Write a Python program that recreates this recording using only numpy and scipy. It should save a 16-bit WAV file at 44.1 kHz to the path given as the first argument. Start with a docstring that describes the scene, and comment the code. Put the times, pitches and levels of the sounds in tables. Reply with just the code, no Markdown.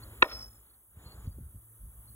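"""A washer knocks on a wooden board in an open yard, rings as it tumbles, and echoes follow the knock.
Low wind buffets the microphones over a hum, leaf rustle, an insect chorus, trills and cricket chirps.
Short pushes set off fading tones for the board; beating tones make the washer, delayed noise the echoes.
Wind, leaves and chorus are shaped noise; hum, trills and chirps are sine waves that change over time."""
import sys
import numpy as np
from scipy import signal
from scipy.fft import rfft, irfft, next_fast_len
from scipy.io import wavfile
from scipy.ndimage import uniform_filter1d

SR = 44100
rng = np.random.default_rng(int(sys.argv[2]) if len(sys.argv) > 2 else 0)


def transcribe(signal):
    """Save signal, clipped to [-1, 1], as a 16-bit WAV file at the path in sys.argv[1]."""
    frames = np.atleast_2d(signal).T
    limited = np.clip(frames, -1, 1)
    pcm = np.round(limited * 32767).astype(np.int16)
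    wavfile.write(sys.argv[1], SR, pcm)


N = 94815

# Washer touching the board. Each row: time in seconds, level in dB, contact time in ms,
# treble tilt in dB per octave about 1400 Hz.
CONTACTS = [(.2205, -34, 0.25, -2), (.2219, -14, 0.39, 8.5), (.2234, -17.5, 0.24, 8),
            (.2246, -9, 0.24, 9.5), (.2254, 1, 0.79, 5), (.2268, -2.5, 0.54, 7), (.2284, -2.5, 0.59, 8.5),
            (.2319, -25.5, .3, 0.5)]
# Tones of the board. Each row: pitch in Hz, level in dB before the tilt, time to fade by 60 dB in seconds.
BOARD_MODES = [(241, -16, 0.035), (366, -6.5, 0.039), (504, -3.5, 0.03), (540, -6.5, .022),
               (660, -21, 0.013), (790, -20.5, 0.012), (1016, -2, 0.017), (1450, -5.5, 0.025),
               (1757, -1, 0.018), (1964, -11.5, 0.021), (2310, -14, 0.016), (2632, -0.5, 0.008),
               (3150, -14, 0.014), (3781, -6, 0.015), (4355, -19, 0.013), (5447, -28.5, .011),
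               (6413, -38, 0.015), (8450, -43.5, 0.017)]
# Echoes. Each row: delay after the knock in seconds, level in dB, spread in seconds,
# lowest pitch in Hz, highest pitch in Hz.
ECHOES = [(0.013, -29, 0.002, 480, 800), (.023, -24, .003, 750, 1250), (0.02, -21.5, 0.0027, 714.5, 3399),
          (.036, -23, 0.0065, 330, 800), (0.029, -31, 0.0053, 1510, 4162), (0.036, -33, .006, 600, 2200),
          (.064, -28, 0.009, 498, 4500), (.075, -29, 0.022, 980, 2400), (.094, -25, 0.012, 312, 5186),
          (.092, -29, 0.0055, 2233, 4960), (.1, -33, .04, 300, 800), (.13, -32.5, 0.022, 294, 4700),
          (0.177, -36, 0.036, 301.3, 4400), (.28, -49, 0.053, 320, 2593)]
ECHO_RING_SHARE = 0.15  # scattered returns blur the board's ring, so its fade times are shortened
CRACK_DB, CRACK_HZ, CRACK_T60_S = -29, (4300, 9500), .02  # level before rise and fade, band, fade time

# Tones of the washer. 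Each row: pitch in Hz, relative level in dB.
WASHER_MODES = [(5231, -6.5), (5261, 1.5), (5313, -2.5), (6400, -28.5)]
# Loudness of the washer. Each row: time in seconds, level in dB before a 9 dB lift.
WASHER_LEVEL = [(0.228, -80.5), (0.25, -67.5), (0.274, -70.5), (0.3, -59.5), (0.332, -52), (0.402, -61),
                (0.42, -56), (0.498, -75.5), (0.558, -75.5), (0.638, -102), (0.65, -114)]
TUMBLE_HZ, TUMBLE_DEPTH = 21.02, 0.1  # throbs per second, share of the level
WOBBLE_TURNS, WOBBLE_DB = .15, 4  # typical wander of each tone, in turns of phase and in dB

# Tone colour of the wind. Each row: pitch in Hz, relative level in dB per Hz.
WIND_COLOUR = [(12, -42.5), (20, -13.5), (48, 9.5), (87, 5), (203, -15), (275, -32.5), (319, -25),
               (400, -35.5), (520, -57), (880, -120)]
# Loudness of the wind. Each row: time in seconds, level in dB before a 1 dB cut.
WIND_LEVEL = [(0.0, -47.5), (0.24, -56), (0.29, -77), (0.34, -55.5), (0.46, -54), (0.5, -62.5), (0.87, -72),
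              (0.95, -57.5), (0.98, -52), (1.02, -57), (1.07, -46.5), (1.12, -55), (1.14, -47),
              (1.21, -43.5), (1.23, -46), (1.29, -38), (1.32, -45.5), (1.35, -46.5), (1.44, -47.5),
              (1.51, -55), (1.56, -42.5), (1.58, -48), (1.62, -66), (1.76, -67), (1.84, -45.5), (1.95, -58),
              (1.99, -46.5), (2.03, -72.5), (2.1, -50), (2.15, -72.5)]
# Higher flutter in strong gusts. Each row: pitch in Hz, relative level in dB per Hz.
FLUTTER_COLOUR = [(130, 0), (200, -5), (300, -16), (450, -19), (650, -31.5)]
# Loudness of the flutter. Each row: time in seconds, level in dB before a 3.5 dB cut.
FLUTTER_LEVEL = [(0.9, -92), (0.962, -65), (1.236, -60), (1.268, -51.5), (1.356, -73), (1.38, -54.5),
                 (1.422, -54.5), (1.504, -83), (1.554, -60), (1.692, -94), (1.742, -84), (1.78, -92),
                 (1.832, -78), (1.978, -76.5), (2.122, -71.5), (2.15, -88)]
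# Wind slaps. Each row: start in seconds, level in dB, starting pitch in Hz,
# time to fade by 60 dB in seconds.
SLAPS = [(.97, -39.5, 100, 0.072), (1.06, -36, 94.7, 0.06), (1.142, -46, 85, 0.058), (1.196, -39, 65, 0.06),
         (1.262, -36, 138.4, 0.022), (1.274, -24.5, 99.2, 0.1), (1.376, -38.5, 92.5, 0.088),
         (1.383, -32.5, 287, 0.017), (1.385, -40.5, 526, 0.012), (1.407, -33.5, 107.5, 0.075),
         (1.43, -35, 85, 0.16), (1.545, -40.5, 110, 0.076), (1.556, -39.5, 98.4, 0.068),
         (1.573, -42, 75, 0.067)]
SLAP_RISE_S, SLAP_SAG = 0.00303, 4.15  # rise time; how strongly the pitch sags, per second

# Lines of the hum. Each row: middle pitch in Hz, relative level in dB.
HUM_LINES = [(58.5, -3.5), (107.7, -6.5), (216, -17.5)]
# Loudness of the hum. Each row: time in seconds, level in dB, extra dB for the lowest and highest lines.
HUM_LEVEL = [(0, -47.5, -10), (.22, -49, 0.5), (.27, -68, 3), (.34, -52, 7.5), (.46, -54.5, 4),
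             (.52, -58, 0), (.8, -74, -6), (1.5, -69, -12), (1.65, -55.5, -14), (2.15, -52, -2)]

# Tone colour of the leaves. Each row: pitch in Hz, relative level in dB per Hz.
LEAVES_COLOUR = [(120, -16), (300, -5.5), (700, -13), (1300, -11.5), (2000, -17.5), (3000, -21),
                 (4000, -21.5), (5000, -32), (6000, -34.5), (7000, -23), (7800, -24)]
# Loudness of the leaves. Each row: time in seconds, level in dB before a 0.5 dB lift.
LEAVES_LEVEL = [(0, -58.5), (.2, -58.5), (.4, -57), (.5, -67.5), (.7, -71), (.9, -78), (.97, -68),
                (1.03, -60.5), (1.07, -59.5), (1.2, -61.5), (1.26, -60), (1.3, -69), (1.45, -72),
                (1.7, -72.5), (1.86, -72.5), (1.94, -69.5), (2.15, -70)]

# Tone colour of the insect chorus. Each row: pitch in Hz, relative level in dB per Hz.
CHORUS_COLOUR = [(6500, -20), (7500, -29), (8300, 2.5), (9200, -3), (10000, 0), (11500, -1), (13000, -0.5),
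                 (14800, -2.5), (15700, -5.5)]
# Loudness of the chorus. Each row: time in seconds, level in dB before a 5 dB lift.
CHORUS_LEVEL = [(0.0, -62), (0.18, -61.5), (0.54, -64), (0.66, -65.5), (0.93, -67.5), (1.51, -63.5),
                (1.85, -63), (2.15, -60.5)]
# The near trilling insect, then a fainter one. Each row: top pitch in Hz, pitch drop in Hz
# at half a note from the top, notes per second, middle of one note in seconds, relative level in dB.
TRILLERS = [(7250, 500, 23.26, .343, 0), (7950, 400, 16.1, 1.232, -5)]
# Loudness of both trillers. Each row: time in seconds, peak level in dB before each one's own level.
TRILL_LEVEL = [(0, -65.5), (.1, -69.5), (.2, -63), (.26, -76), (.34, -65), (.43, -63), (.5, -70),
               (.6, -68.5), (.7, -84), (.8, -86), (.95, -78.5), (1.03, -63.5), (1.2, -64.5), (1.3, -73),
               (1.42, -80), (2.15, -80)]
NOTE_S = .028  # length of one trill note
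# Cricket chirps. Each row: start in seconds, length in seconds, pitch in Hz, level in dB before roughness.
CHIRPS = [(0.021, 0.024, 4350, -52.5), (0.293, 0.057, 4350, -52), (0.337, 0.033, 4300, -55),
          (0.406, 0.021, 4500, -55), (.66, 0.014, 4370, -75), (0.693, 0.023, 4360, -69),
          (.735, 0.016, 4350, -72), (1.045, .05, 4330, -58.5), (1.077, 0.076, 4370, -58),
          (1.265, 0.019, 4550, -67), (1.306, 0.028, 4610, -68), (2.07, 0.038, 4330, -65),
          (2.109, 0.031, 4350, -68)]

# Microphone pair, for sounds in the air. Each row: pitch in Hz, phase lead of the left in radians.
AIR_PORTS = [(0, 0), (1100, 0), (1300, .8), (2500, 3.0), (3300, 1.6), (4600, 3.14), (6700, 6.28),
             (11000, 12.57), (15400, 18.85), (22050, 28.4)]
# The pair again, for the knock from the board. Each row: pitch in Hz, phase lead of the left in radians.
KNOCK_PORTS = [(0, 0), (700, 0), (900, .15), (1100, .6), (1450, 2.2), (1900, 2.9), (2300, 1.9), (2600, 1.6),
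               (3400, 1.5), (4600, 3.0), (6700, 6.1), (11000, 12.4), (15400, 18.85), (22050, 28.4)]
# The pair again, for the echoes. Each row: pitch in Hz, phase lead of the left in radians.
ECHO_PORTS = [(0, 0), (1000, 0), (1500, 1.1), (2200, 2.1), (2800, 2.4), (3200, 1.7), (4600, 3.0),
              (6700, 6.28), (22050, 28.4)]
BOTTOM_HZ, TOP_HZ = 34.21, 15800  # where the microphone's bass and treble cuts begin
CEILING = .95  # level that rounded peaks stay under


def undb(db):
    """Turn dB into a plain multiplier."""
    return 10 ** (np.asarray(db) / 20)


def clock():
    """The time of every sample, in seconds."""
    return np.arange(N) / SR


def curve(table, axis=1):
    """Join the points of one table column over time with straight lines."""
    points = np.array(table, float)
    return np.interp(clock(), points[:, 0], points[:, axis])


def unit(x):
    """Scale a signal to an average strength (rms) of 1."""
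    return x / np.sqrt(np.mean(x ** 2))


def walk(rate):
    """Slow random wandering of rms 1: held random steps, `rate` per second, smoothed twice."""
    hold = int(SR / rate)
    steps = np.repeat(rng.standard_normal(N // hold + 1), hold)
    smooth = uniform_filter1d(uniform_filter1d(steps, hold), hold)
    return unit(smooth[:N])


def bands(table, flicker_db, rate):
    """Noise of a given colour in third-octave bands that each flicker alone; rms 1."""
    size = next_fast_len(N, True)
    colour = np.array(table, float)
    freqs = np.fft.rfftfreq(size, 1 / SR) + 1e-3  # the tiny shift avoids log(0)
    gain = undb(np.interp(np.log(freqs), np.log(colour[:, 0]), colour[:, 1]))
    octaves = np.log2(colour[-1, 0] / colour[0, 0])
    out = 0
    for hz in colour[0, 0] * 2 ** np.arange(0, octaves + 1 / 3, 1 / 3):
        # neighbouring bands overlap smoothly
        window = np.cos(np.pi / 2 * np.clip(3 * np.log2(freqs / hz), -1, 1))
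        white = rng.standard_normal(2 * len(freqs)).view(complex)
        band = irfft(white * gain * window, size)[:N]
        out = out + band * undb(flicker_db * walk(rate))
    return unit(out)


def ring(hz, t60, t):
    """A struck tone: a sine wave that starts at t = 0 and fades by 60 dB in t60 seconds."""
    fade = np.exp(-np.log(1000) * np.maximum(t, 0) / t60)
    return (t > 0) * np.sin(2 * np.pi * hz * t) * fade


def knock(share=1):
    """Brief pushes make the board ring; each contact has its own strength, dullness and treble tilt."""
    t, out = clock()[:SR // 2], 0
    for start, db, contact_ms, tilt_db in CONTACTS:
        # a longer push is duller; a quarter of the contact time is one sigma
        push = np.exp(-.5 * ((t - start) / (contact_ms / 4000)) ** 2)
        body = 0
        for k, (hz, level_db, t60) in enumerate(BOARD_MODES):
            gain = undb(level_db + tilt_db * np.log2(hz / 1400))
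            body = body + (-1) ** k * gain * ring(hz, t60 * share, t[:4096])
        out = out + undb(db) * signal.fftconvolve(push / push.sum(), body)
    return np.pad(out, (0, N - len(out)))


def crack():
    """Splintery hiss from the fourth contact on: band-limited noise that rises fast, then dies."""
    t = clock() - CONTACTS[3][0]
    band = signal.butter(2, CRACK_HZ, "band", fs=SR, output="sos")
    hiss = unit(signal.sosfilt(band, rng.standard_normal(N)))
    rise = np.clip(t / 0.0055, 0, 1)
    fade = undb(-60 * np.maximum(t, 0) / CRACK_T60_S)
    return undb(CRACK_DB) * hiss * rise * fade


def washer():
    """A ringing disc: close tones beat, tumbling smears their pitch and level, and the ring throbs."""
    t, tones = clock(), 0
    for hz, db in WASHER_MODES:
        turns = hz * t + WOBBLE_TURNS * walk(22) + rng.random()
        tones = tones + undb(db + WOBBLE_DB * walk(16)) * np.sin(2 * np.pi * turns)
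    on = np.clip((t - CONTACTS[4][0]) / 0.0011, 0, 1) * (t < WASHER_LEVEL[-1][0])  # from the fifth contact
    throb = 1 + TUMBLE_DEPTH * np.sin(2 * np.pi * TUMBLE_HZ * t)
    return unit(tones) * on * undb(curve(WASHER_LEVEL) + 9.0) * throb


def yard(x):
    """Fence and trees return delayed copies, smeared by short bursts of filtered noise."""
    t, answer = clock()[:SR], 0
    for delay, db, spread, lo_hz, hi_hz in ECHOES:
        b, a = signal.butter(2, [lo_hz, hi_hz], "band", fs=SR)
        smear = signal.lfilter(b, a, rng.standard_normal(len(t)))
        smear = smear * (t > 0) * np.exp(-.5 * ((t - delay) / spread) ** 2)
        answer = answer + undb(db) * smear / np.sqrt(np.sum(smear ** 2))  # equal energy before the level
    return signal.fftconvolve(x, answer)[:N]


def wind():
    """Moving air makes low noise, higher flutter in strong gusts, and slaps: fading tones that sag."""
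    t, slaps = clock(), 0
    for start, db, hz, t60 in SLAPS:
        sagging_hz = hz / (1 + SLAP_SAG * np.clip(t - start, 0, .1))
        rise = np.clip((t - start) / SLAP_RISE_S, 0, 1)
        slaps = slaps + undb(db) * ring(sagging_hz, t60, t - start) * rise
    flutter = bands(FLUTTER_COLOUR, flicker_db=0.5, rate=30) * undb(curve(FLUTTER_LEVEL) - 3.5)
    buffeting = bands(WIND_COLOUR, flicker_db=0.5, rate=18) * undb(curve(WIND_LEVEL) - 1)
    return buffeting + flutter + slaps


def hum():
    """Three low sine waves that waver slightly in pitch and level."""
    lines = []
    for hz, db in HUM_LINES:
        pitch = hz * (1 + 0.011 * walk(2.8))
        lines.append(undb(db + 0.5 * walk(6.7)) * np.sin(2 * np.pi * np.cumsum(pitch) / SR))
    outer = (lines[0] + lines[2]) * undb(curve(HUM_LEVEL, axis=2))
    return np.sqrt(2) * undb(curve(HUM_LEVEL)) * (outer + lines[1])


def leaf_rustle():
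    """Many small leaf sounds blend into flickering noise."""
    return bands(LEAVES_COLOUR, flicker_db=1.5, rate=45) * undb(curve(LEAVES_LEVEL) + 0.5)


def crickets():
    """Short whistles that swell and fade, made rough by a quickly wandering level."""
    t, chirps = clock(), 0
    for start, length, hz, db in CHIRPS:
        swell = np.sin(np.pi * np.clip((t - start) / length, 0, 1))
        chirps = chirps + undb(db) * swell * np.sin(2 * np.pi * hz * t)
    return undb(4.0 * walk(400)) * chirps


def trill(hz, drop_hz, rate, middle, db):
    """Steadily repeated notes; each arches up to its top pitch and falls away."""
    place = ((clock() - middle) * rate + .5) % 1 - .5
    x = place / (rate * NOTE_S / 2)  # -1 at the note's start, 1 at its end
    pitch = hz - drop_hz * np.clip(x + .25, -1.3, 1.3) ** 2 + 55 * walk(200)
    loudness = undb(db + 2.0 * walk(90)) * np.clip(1 - x ** 2, 0, 1)
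    return loudness * np.sin(2 * np.pi * np.cumsum(pitch) / SR)


def insects():
    """Many insects blur into treble noise, with two trillers standing out."""
    chorus = undb(5.0) * bands(CHORUS_COLOUR, flicker_db=0.5, rate=19) * undb(curve(CHORUS_LEVEL))
    trills = sum(trill(*row) for row in TRILLERS) * undb(curve(TRILL_LEVEL))
    return chorus + trills


def ports(x, table):
    """Make left and right differ in phase only, half the lead on each side."""
    points = np.array(table)
    lead = np.interp(np.fft.rfftfreq(N, 1 / SR), points[:, 0], points[:, 1])
    return irfft(rfft(x) * np.exp(.5j * np.array([lead, -lead])), N)


def scene():
    """Add the knock, its echoes and the sounds in the air, each with its own stereo phase."""
    struck = ports(knock() + crack(), KNOCK_PORTS)
    echoes = ports(yard(knock(ECHO_RING_SHARE)), ECHO_PORTS)
    air = washer() + wind() + hum() + leaf_rustle() + insects() + crickets()
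    return struck + echoes + ports(air, AIR_PORTS)


def record(dry):
    """The microphone cuts the deep bass, rounds the highest peaks and cuts the top."""
    thin = signal.sosfilt(signal.butter(2, BOTTOM_HZ, "high", fs=SR, output="sos"), dry)
    rounded = thin / (1 + (thin / CEILING) ** 8) ** .125
    return signal.sosfilt(signal.ellip(12, .2, 90, TOP_HZ, fs=SR, output="sos"), rounded)


dry = scene()
out = record(dry)
transcribe(out)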